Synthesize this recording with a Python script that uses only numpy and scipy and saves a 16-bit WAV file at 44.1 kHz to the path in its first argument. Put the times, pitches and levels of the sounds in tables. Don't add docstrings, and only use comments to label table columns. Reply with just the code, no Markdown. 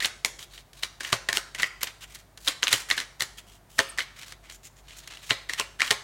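import sys
import numpy as np
from scipy import signal
from scipy.fft import rfft, irfft
from scipy.io import wavfile
from scipy.ndimage import uniform_filter1d

SR = 44100
rng = np.random.default_rng(int(sys.argv[2]) if len(sys.argv) > 2 else 0)


def wrap_up_sound(samples):
    columns = np.atleast_2d(samples).T
    tamed = np.clip(columns, -1, 1)
    steps = np.round(tamed * 32767).astype(np.int16)
    wavfile.write(sys.argv[1], SR, steps)


N = 266143


def undb(db):
    return 10 ** (np.asarray(db) / 20)

def unit(x):
    return x / np.sqrt(np.sum(x ** 2) + 1e-18)

def add(track, start_s, sound):
    i = int(np.clip(round(start_s * SR), 0, N - 1))
    track[i:i + len(sound)] += sound[:N - i]

def bins(size):
    return np.maximum(np.fft.rfftfreq(size, 1 / SR), 1)

def colour_db(points, hz):
    points_hz, db = np.transpose(points)
    return np.interp(np.log(hz), np.log(points_hz), db)

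def decay(t, t60_s):
    return np.exp(-np.log(1000) * t / t60_s)

def rough_noise(size, scatter_db):
    return rng.standard_normal(size) * undb(scatter_db * rng.standard_normal(size))

def resonance_db(hz, centre_hz, db):
    return np.clip(db, 0, 15) / (1 + (np.log2(hz / centre_hz) / .17) ** 4)

def ring(db):
    cepstrum = irfft(np.log(undb(db)))
    half = len(cepstrum) // 2
    cepstrum[1:half] *= 2
    cepstrum[half + 1:] = 0
    return irfft(np.exp(rfft(cepstrum)))


# frequency_hz, relative_db
AIR_SPECTRUM = [(15, -76), (33, -36), (45, -2.5), (68, -16), (102, -15.5), (161, -15.5), (293, -22.5),
                (363, -19), (503, -24.5), (695, -17.5), (800, -22), (2100, -30), (2500, -35),
                (16000, -40.5)]
# pitch_hz, level_db
HUM_TONES = [(49.5, -59.5), (100, -67), (136, -66.5)]

def room_tone(air_db=-57.5, sway_points=40):
    t = np.arange(N) / SR
    air = irfft(rfft(rng.standard_normal(N)) * undb(colour_db(AIR_SPECTRUM, bins(N))), N)
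    out = unit(air) * np.sqrt(N) * undb(air_db)
    for hz, db in HUM_TONES:
        sway = 1 + .15 * np.interp(t, np.linspace(0, t[-1], sway_points), rng.standard_normal(sway_points))
        out += np.sqrt(2) * undb(db) * sway * np.sin(2 * np.pi * (hz * t + rng.random()))
    return out


def contact(contact_ms, rattle_db=-14, rattle_ms=10.8, size=1024):
    t_ms = np.arange(size) / SR * 1000
    progress = t_ms / max(contact_ms, .5)
    envelope = np.sqrt(progress * np.exp(1 - progress))
    hits = rfft(rough_noise(size, scatter_db=2.5) * envelope ** 2)
    spray = irfft(hits / np.sqrt(np.abs(hits) + 1e-12)) * envelope
    rattle = rng.standard_normal(size) ** 3 * np.minimum(progress / 2, 1) * np.exp(-t_ms / rattle_ms)
    return unit(spray) + undb(rattle_db) * unit(rattle)

# frequency_hz, relative_db
LANDING_SPECTRUM = [(60, -21.5), (200, -18.5), (400, -13.5), (700, -13), (1100, -4.5), (1800, 3.5),
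                    (3200, -3.5), (4500, -2), (7000, -7), (10000, -13.5), (14500, -26.5), (17000, -29.5)]
# centre_hz, boost_db
FLEX_MODES = [(3000, 7), (3950, 5)]

def landing(db, contact_ms, bright_db, hollow_hz, hollow_db, focus, pivot_hz=2000, grip_db=5):
    hz = bins(2048)
    octave = np.log2(hz / pivot_hz)
    bass = (3 + 1.15 * bright_db) * np.clip(-octave / 2, 0, 1)
    treble = bright_db * np.maximum(octave, 0)
    flex = sum(resonance_db(hz, flex_hz, flex_db + grip_db * rng.standard_normal())
               for flex_hz, flex_db in FLEX_MODES)
    hollow = resonance_db(hz, hollow_hz, hollow_db)
    colour = colour_db(LANDING_SPECTRUM, hz) + bass + treble + focus * (hollow + flex)
    slap = signal.fftconvolve(contact(contact_ms), ring(colour))
    return unit(slap) * undb(db) * np.sqrt(.005 * SR)

# start_s, level_db, run_in_ms, contact_ms, bright_db_per_octave, hollow_hz, hollow_db
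PACKETS = [(.002, -24, -2, 2.9, 2.5, 1810, 11), (0.023, -25.5, 7, 1.7, 1.5, 1980, 17),
           (.045, -16.5, 22, 2.6, 0.5, 1310, 0.5), (.056, -22, 0, 1.35, 5.5, 1400, 0),
           (.248, -15.5, 1, 0.63, 5.5, 2230, 14), (0.833, -20.5, 8.5, 1.57, 3.5, 1980, 6),
           (1.005, -28, 4.5, 3, 2, 1690, 8), (1.047, -27.5, 14, 2.2, 0.5, 1980, 10.5),
           (1.127, -13.5, 4.5, 1.76, 1.5, 1100, 15), (1.287, -17, -2, 1.34, 2.5, 1840, 15),
           (1.328, -20, -5, 1.1, 3.5, 1730, 7.5), (1.371, -16.5, 26.5, 0.73, 4, 1400, 9.5),
           (1.547, -29.5, -1.5, 2.2, 3.5, 2030, 13.5), (1.597, -26, 14.5, 2.6, -2.5, 2120, -3),
           (1.62, -27, 3, 1.9, 9.5, 1860, 26), (1.631, -14.5, 6, 0.7, -2.5, 2040, 14),
           (1.83, -20.5, 21.5, 1.9, 5, 1040, 7), (2.475, -18, 8.5, 1.2, 2.5, 3650, 14.5),
           (2.48, -18, 3, 0.85, 4, 3270, 9), (2.483, -19.5, 4, 1.5, 6, 1370, 2),
           (2.63, -15.5, 6, 0.43, -1, 1550, 4.5), (2.635, -21.5, -7.5, 1.8, 2.5, 6400, 16),
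           (2.67, -18.5, -2, 0.83, -4, 3480, 6), (2.68, -20, 7, 1, 5, 2380, 15),
           (2.727, -11, 14, 2.1, 6, 2040, 9), (2.738, -21.5, -3, 1.2, 1, 2940, 10.5),
           (2.901, -21, 13.5, 1.3, 4.5, 1970, 22), (2.91, -13.5, 1.5, 1.83, -1, 2050, 10.5),
           (2.977, -20.5, 13, 2.3, 0.5, 1620, 11.5), (3.001, -26, 22, 1.2, 3.5, 1810, 9),
           (3.206, -20, 10.5, 1.2, 5, 2010, 31), (3.22, -21, 4, 1.9, 6, 1850, 7),
           (3.79, -11, 9, 0.96, -0.6, 1780, 7), (3.985, -20, 10, 0.65, -1.5, 1860, 11.5),
           (3.99, -23.5, 5, 1.3, 1, 1520, 8), (4.003, -23.5, 6, 2.1, -1, 2070, 14),
           (5.306, -13, 12, 1.32, -3.5, 3200, 1), (5.493, -23, 3, 3.5, 1, 1910, 15),
           (5.535, -25.5, 19, 0.71, 4, 1950, 21), (5.597, -19.5, 3.5, 1.53, 3.5, 1080, 11),
           (5.608, -26, -5, 2.1, -5, 2550, 20), (5.797, -26.5, 7, 1.9, 0.5, 1700, 15),
           (5.805, -19, 1.5, 0.57, 0, 1920, 18.5), (5.818, -13.5, 1.5, 0.82, -1, 2200, 8),
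           (5.907, -16.5, 2.5, 0.43, 0, 1070, -8), (5.91, -13.5, -2, 1.03, 3.5, 1930, 10.5)]

def slaps(focus):
    out = np.zeros(N)
    for start_s, db, _, contact_ms, bright_db, hollow_hz, hollow_db in PACKETS:
        add(out, start_s, landing(db, contact_ms, bright_db, hollow_hz, hollow_db, focus))
    return out


# frequency_hz, relative_db
RUB_SPECTRUM = [(150, -7.5), (600, -5.5), (1300, 4.5), (2100, 4), (3200, 3), (5000, -2.5), (7000, -3.5),
                (10000, -11), (16000, -20)]

def rub(grain, start_s, length_s, db, bright_db, scrape_hz, skew, roundness, pivot_hz=4000):
    friction = grain[max(int(start_s * SR), 0):][:max(int(length_s * SR), 8)]
    size = len(friction)
    hz = bins(size)
    tilt = bright_db * np.maximum(np.log2(hz / pivot_hz), -2)
    colour = colour_db(RUB_SPECTRUM, hz) + tilt + resonance_db(hz, scrape_hz, db=5)
    scrape = irfft(rfft(friction) * undb(colour), size)
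    swell = np.abs(np.sin(np.pi * np.linspace(0, 1, size) ** skew)) ** roundness
    return unit(scrape * swell) * np.sqrt(size) * undb(db)

# start_s, length_s, level_db, bright_db_per_octave, scrape_hz
STROKES = [(.386, 0.065, -44.5, 3.5, 3600), (0.498, .13, -51.5, 3, 4020), (0.745, 0.12, -53.5, 3.5, 4000),
           (1.003, 0.17, -43.5, 2, 1930), (1.359, 0.015, -37, 9, 1990), (1.569, 0.058, -38, 0, 2070),
           (1.83, 0.0043, -24, 18, 13000), (1.859, 0.053, -46.5, -.5, 2200),
           (2.007, 0.044, -43.5, 2.5, 2860), (2.071, .16, -54, 4.5, 2160), (2.146, 0.015, -42.5, 8, 4050),
           (2.393, 0.092, -55, 7, 4500), (2.445, 0.026, -44.5, 5, 4250), (2.469, 0.025, -44.5, -2.5, 3400),
           (2.678, 0.16, -38.5, 3.5, 2960), (2.747, 0.14, -62, 4, 8980), (2.971, 0.084, -46, 0.5, 2000),
           (3.372, 0.034, -44, 4, 2980), (3.465, 0.12, -57, 5, 3080), (3.693, 0.25, -53.5, 7.5, 2970),
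           (4.16, 0.097, -47, 2, 2290), (4.257, 0.077, -50, 3, 4270), (4.43, 0.11, -54.5, 0, 2160),
           (4.507, .06, -50, 5.5, 6730), (4.631, 0.055, -48, 5, 6950), (4.759, .053, -58.5, 3.5, 7000),
           (4.83, 0.65, -55.5, 2, 4000), (4.877, 0.081, -54.5, 2.5, 2940), (4.966, 0.042, -48, 9.5, 6800),
           (5.097, .066, -48.5, 1, 2980), (5.225, 0.022, -49.5, 3, 2650), (5.246, 0.085, -51.5, 7, 2950),
           (5.575, 0.036, -34, 0.5, 2980), (5.844, 0.091, -40.5, 3, 1920)]

def slides(catch_db=3.5, catch_s=0.0059, ticks_per_s=120, tick_db=-7):
    out, t = np.zeros(N), np.arange(N) / SR
    paper = rough_noise(N, scatter_db=2.5)
    catching = undb(catch_db * np.interp(t / catch_s, np.arange(N), rng.standard_normal(N)))
    ticks = (rng.random(N) < ticks_per_s / SR) * rng.uniform(-0.5, 1, N)
    grain = unit(paper * catching) + undb(tick_db) * unit(ticks)
    for start_s, *stroke in STROKES:
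        add(out, start_s, rub(grain, start_s, *stroke, skew=0.85, roundness=0.57))
    for land_s, db, run_in_ms, *_ in PACKETS:
        if run_in_ms > 0:
            run_s = run_in_ms / 1000
            run_in = rub(grain, land_s - run_s, run_s, db - 17,
                         bright_db=2.2, scrape_hz=2030, skew=1.65, roundness=0.16)
            add(out, land_s - run_s, run_in)
        settling = rub(grain, land_s, length_s=0.047, db=db - 28,
                       bright_db=1.7, scrape_hz=2080, skew=0.7, roundness=0.37)
        add(out, land_s, settling)
    return out


# band_hz, early_db, tail_db, t60_s
ROOM_BANDS = [(132.4, -8, -16.5, 0.22), (406, -0.5, -12, 0.92), (997, -10, -10.5, 0.53),
              (2005, -7.5, -13, 0.47), (4860, -10.5, -14, 0.48), (9200, -9.5, -16, 0.52),
              (14100, -23, -13.5, 0.16)]

def room(x, table_s=0.0011, table_db=-9, wall_s=0.0085, early_s=0.0065, build_s=0.0066, size=26000):
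    t, log_hz = np.arange(size) / SR, np.log(bins(size))
    echoes = rfft(unit(rough_noise(size, scatter_db=4)) * np.sqrt(size))
    early = np.where(t > wall_s, np.exp(-(t - wall_s) / early_s), undb(table_db) * (t > table_s))
    centres = np.log([row[0] for row in ROOM_BANDS])
    response = np.zeros(size)
    for share, (_, early_db, tail_db, t60_s) in zip(np.eye(len(ROOM_BANDS)), ROOM_BANDS):
        band = irfft(echoes * np.interp(log_hz, centres, share), size)
        tail = np.clip(t / build_s - .5, 0, 1) * decay(t, t60_s)
        response += band * np.hypot(undb(early_db) * unit(early), undb(tail_db) * unit(tail))
    return signal.fftconvolve(x, response)[:N]

def shifting_echoes(x, positions=9):
    place = np.linspace(0, positions - 1, N)
    fades = (np.sqrt(np.maximum(1 - np.abs(place - k), 0)) for k in range(positions))
    return sum(room(x * fade) for fade in fades)


# pitch_hz, relative_db, t60_s
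DECK_MODES = [(414, 4, 0.085), (388, -11.5, 0.08), (550, -7, 0.27), (599.4, 2.5, 0.063), (674.5, 4, 0.081),
              (869, 3.5, 0.1), (1049, 5, 0.084), (1085, -2.5, 0.053), (1426, 9.5, 0.047)]
# start_s, knock_db, thump_db
HEAVY_DROPS = [(0.046, -51, -46), (0.25, -47, -43), (1.128, -35, -22.5), (1.289, -41.5, -36.5),
               (1.373, -44, -58), (2.729, -44, -32.5), (3.22, -50, -39.5), (3.792, -29.5, -32),
               (5.308, -37, -29), (5.599, -41, -50), (5.909, -33.5, -41)]

def drops(thump_hz=116, thump_t60_s=0.08, build_s=0.00045, detune=0.0098, size=12000):
    out, t = np.zeros(N), np.arange(size) / SR
    thump = np.cos(2 * np.pi * thump_hz * t) * decay(t, thump_t60_s)
    attack = 1 - np.exp(-t / build_s)
    for start_s, knock_db, thump_db in HEAVY_DROPS:
        knock = np.zeros(size)
        for hz, db, t60_s in DECK_MODES:
            offset, phase = rng.standard_normal(2)
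            cycles = hz * (1 + detune * offset) * t + phase
            knock += undb(db) * np.sin(2 * np.pi * cycles) * decay(t, t60_s)
        add(out, start_s, (undb(knock_db) * knock + undb(thump_db) * thump) * attack)
    return out


# start_s, level_db, bright_db_per_octave
EDGE_TAPS = [(.39, -38.5, 4), (.576, -40.5, 2), (0.731, -46.5, 5), (1.871, -30.5, -1), (2.156, -42, 1),
             (2.374, -40.5, 4.5), (4.213, -44, 2), (4.231, -38.5, 1), (4.28, -44, 6), (4.321, -37, 2),
             (4.497, -38.5, 4), (4.906, -44.5, -1), (5.074, -36, 4), (5.17, -40.5, 1), (5.876, -28.5, 0)]

def taps(focus, contact_ms=2.1, hollow_hz=2075, hollow_db=3.5):
    out = np.zeros(N)
    for start_s, db, bright_db in EDGE_TAPS:
        add(out, start_s, landing(db, contact_ms, bright_db, hollow_hz, hollow_db, focus))
    return out


# time_s, pitch_hz, level_db
SQUEAK_GLIDE = [(3.888, 12100, -57), (3.895, 10600, -40), (3.898, 9300, -34.5), (3.903, 8200, -35.5),
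                (3.908, 8050, -74)]

def squeak(waver=0.0255, smooth_samples=12):
    time_s, hz, db = np.transpose(SQUEAK_GLIDE)
    t = np.arange(N) / SR
    jitter = uniform_filter1d(rng.standard_normal(N), smooth_samples) * np.sqrt(smooth_samples)
    pitch_hz = np.interp(t, time_s, hz) * (1 + waver * jitter)
    envelope = np.interp(t, time_s, undb(db), left=0, right=0)
    return np.sin(2 * np.pi * np.cumsum(pitch_hz) / SR) * envelope


def scene(wall_focus=0.48, knock_room_db=-3, squeak_room_db=-4):
    knocks, rubs, squeal = drops(), slides(), squeak()
    direct = slaps(focus=1) + taps(focus=1) + knocks + rubs + squeal
    to_walls = slaps(wall_focus) + taps(wall_focus) + rubs
    to_walls += undb(knock_room_db) * knocks + undb(squeak_room_db) * squeal
    return (direct + shifting_echoes(to_walls) + room_tone())[None]

def record(dry):
    rounded = np.tanh(0.76 * dry) / 0.83
    lowpass = signal.ellip(8, .2, 70, 16000, fs=SR, output="sos")
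    return signal.sosfilt(lowpass, rounded)


dry = scene()
out = record(dry)
wrap_up_sound(out)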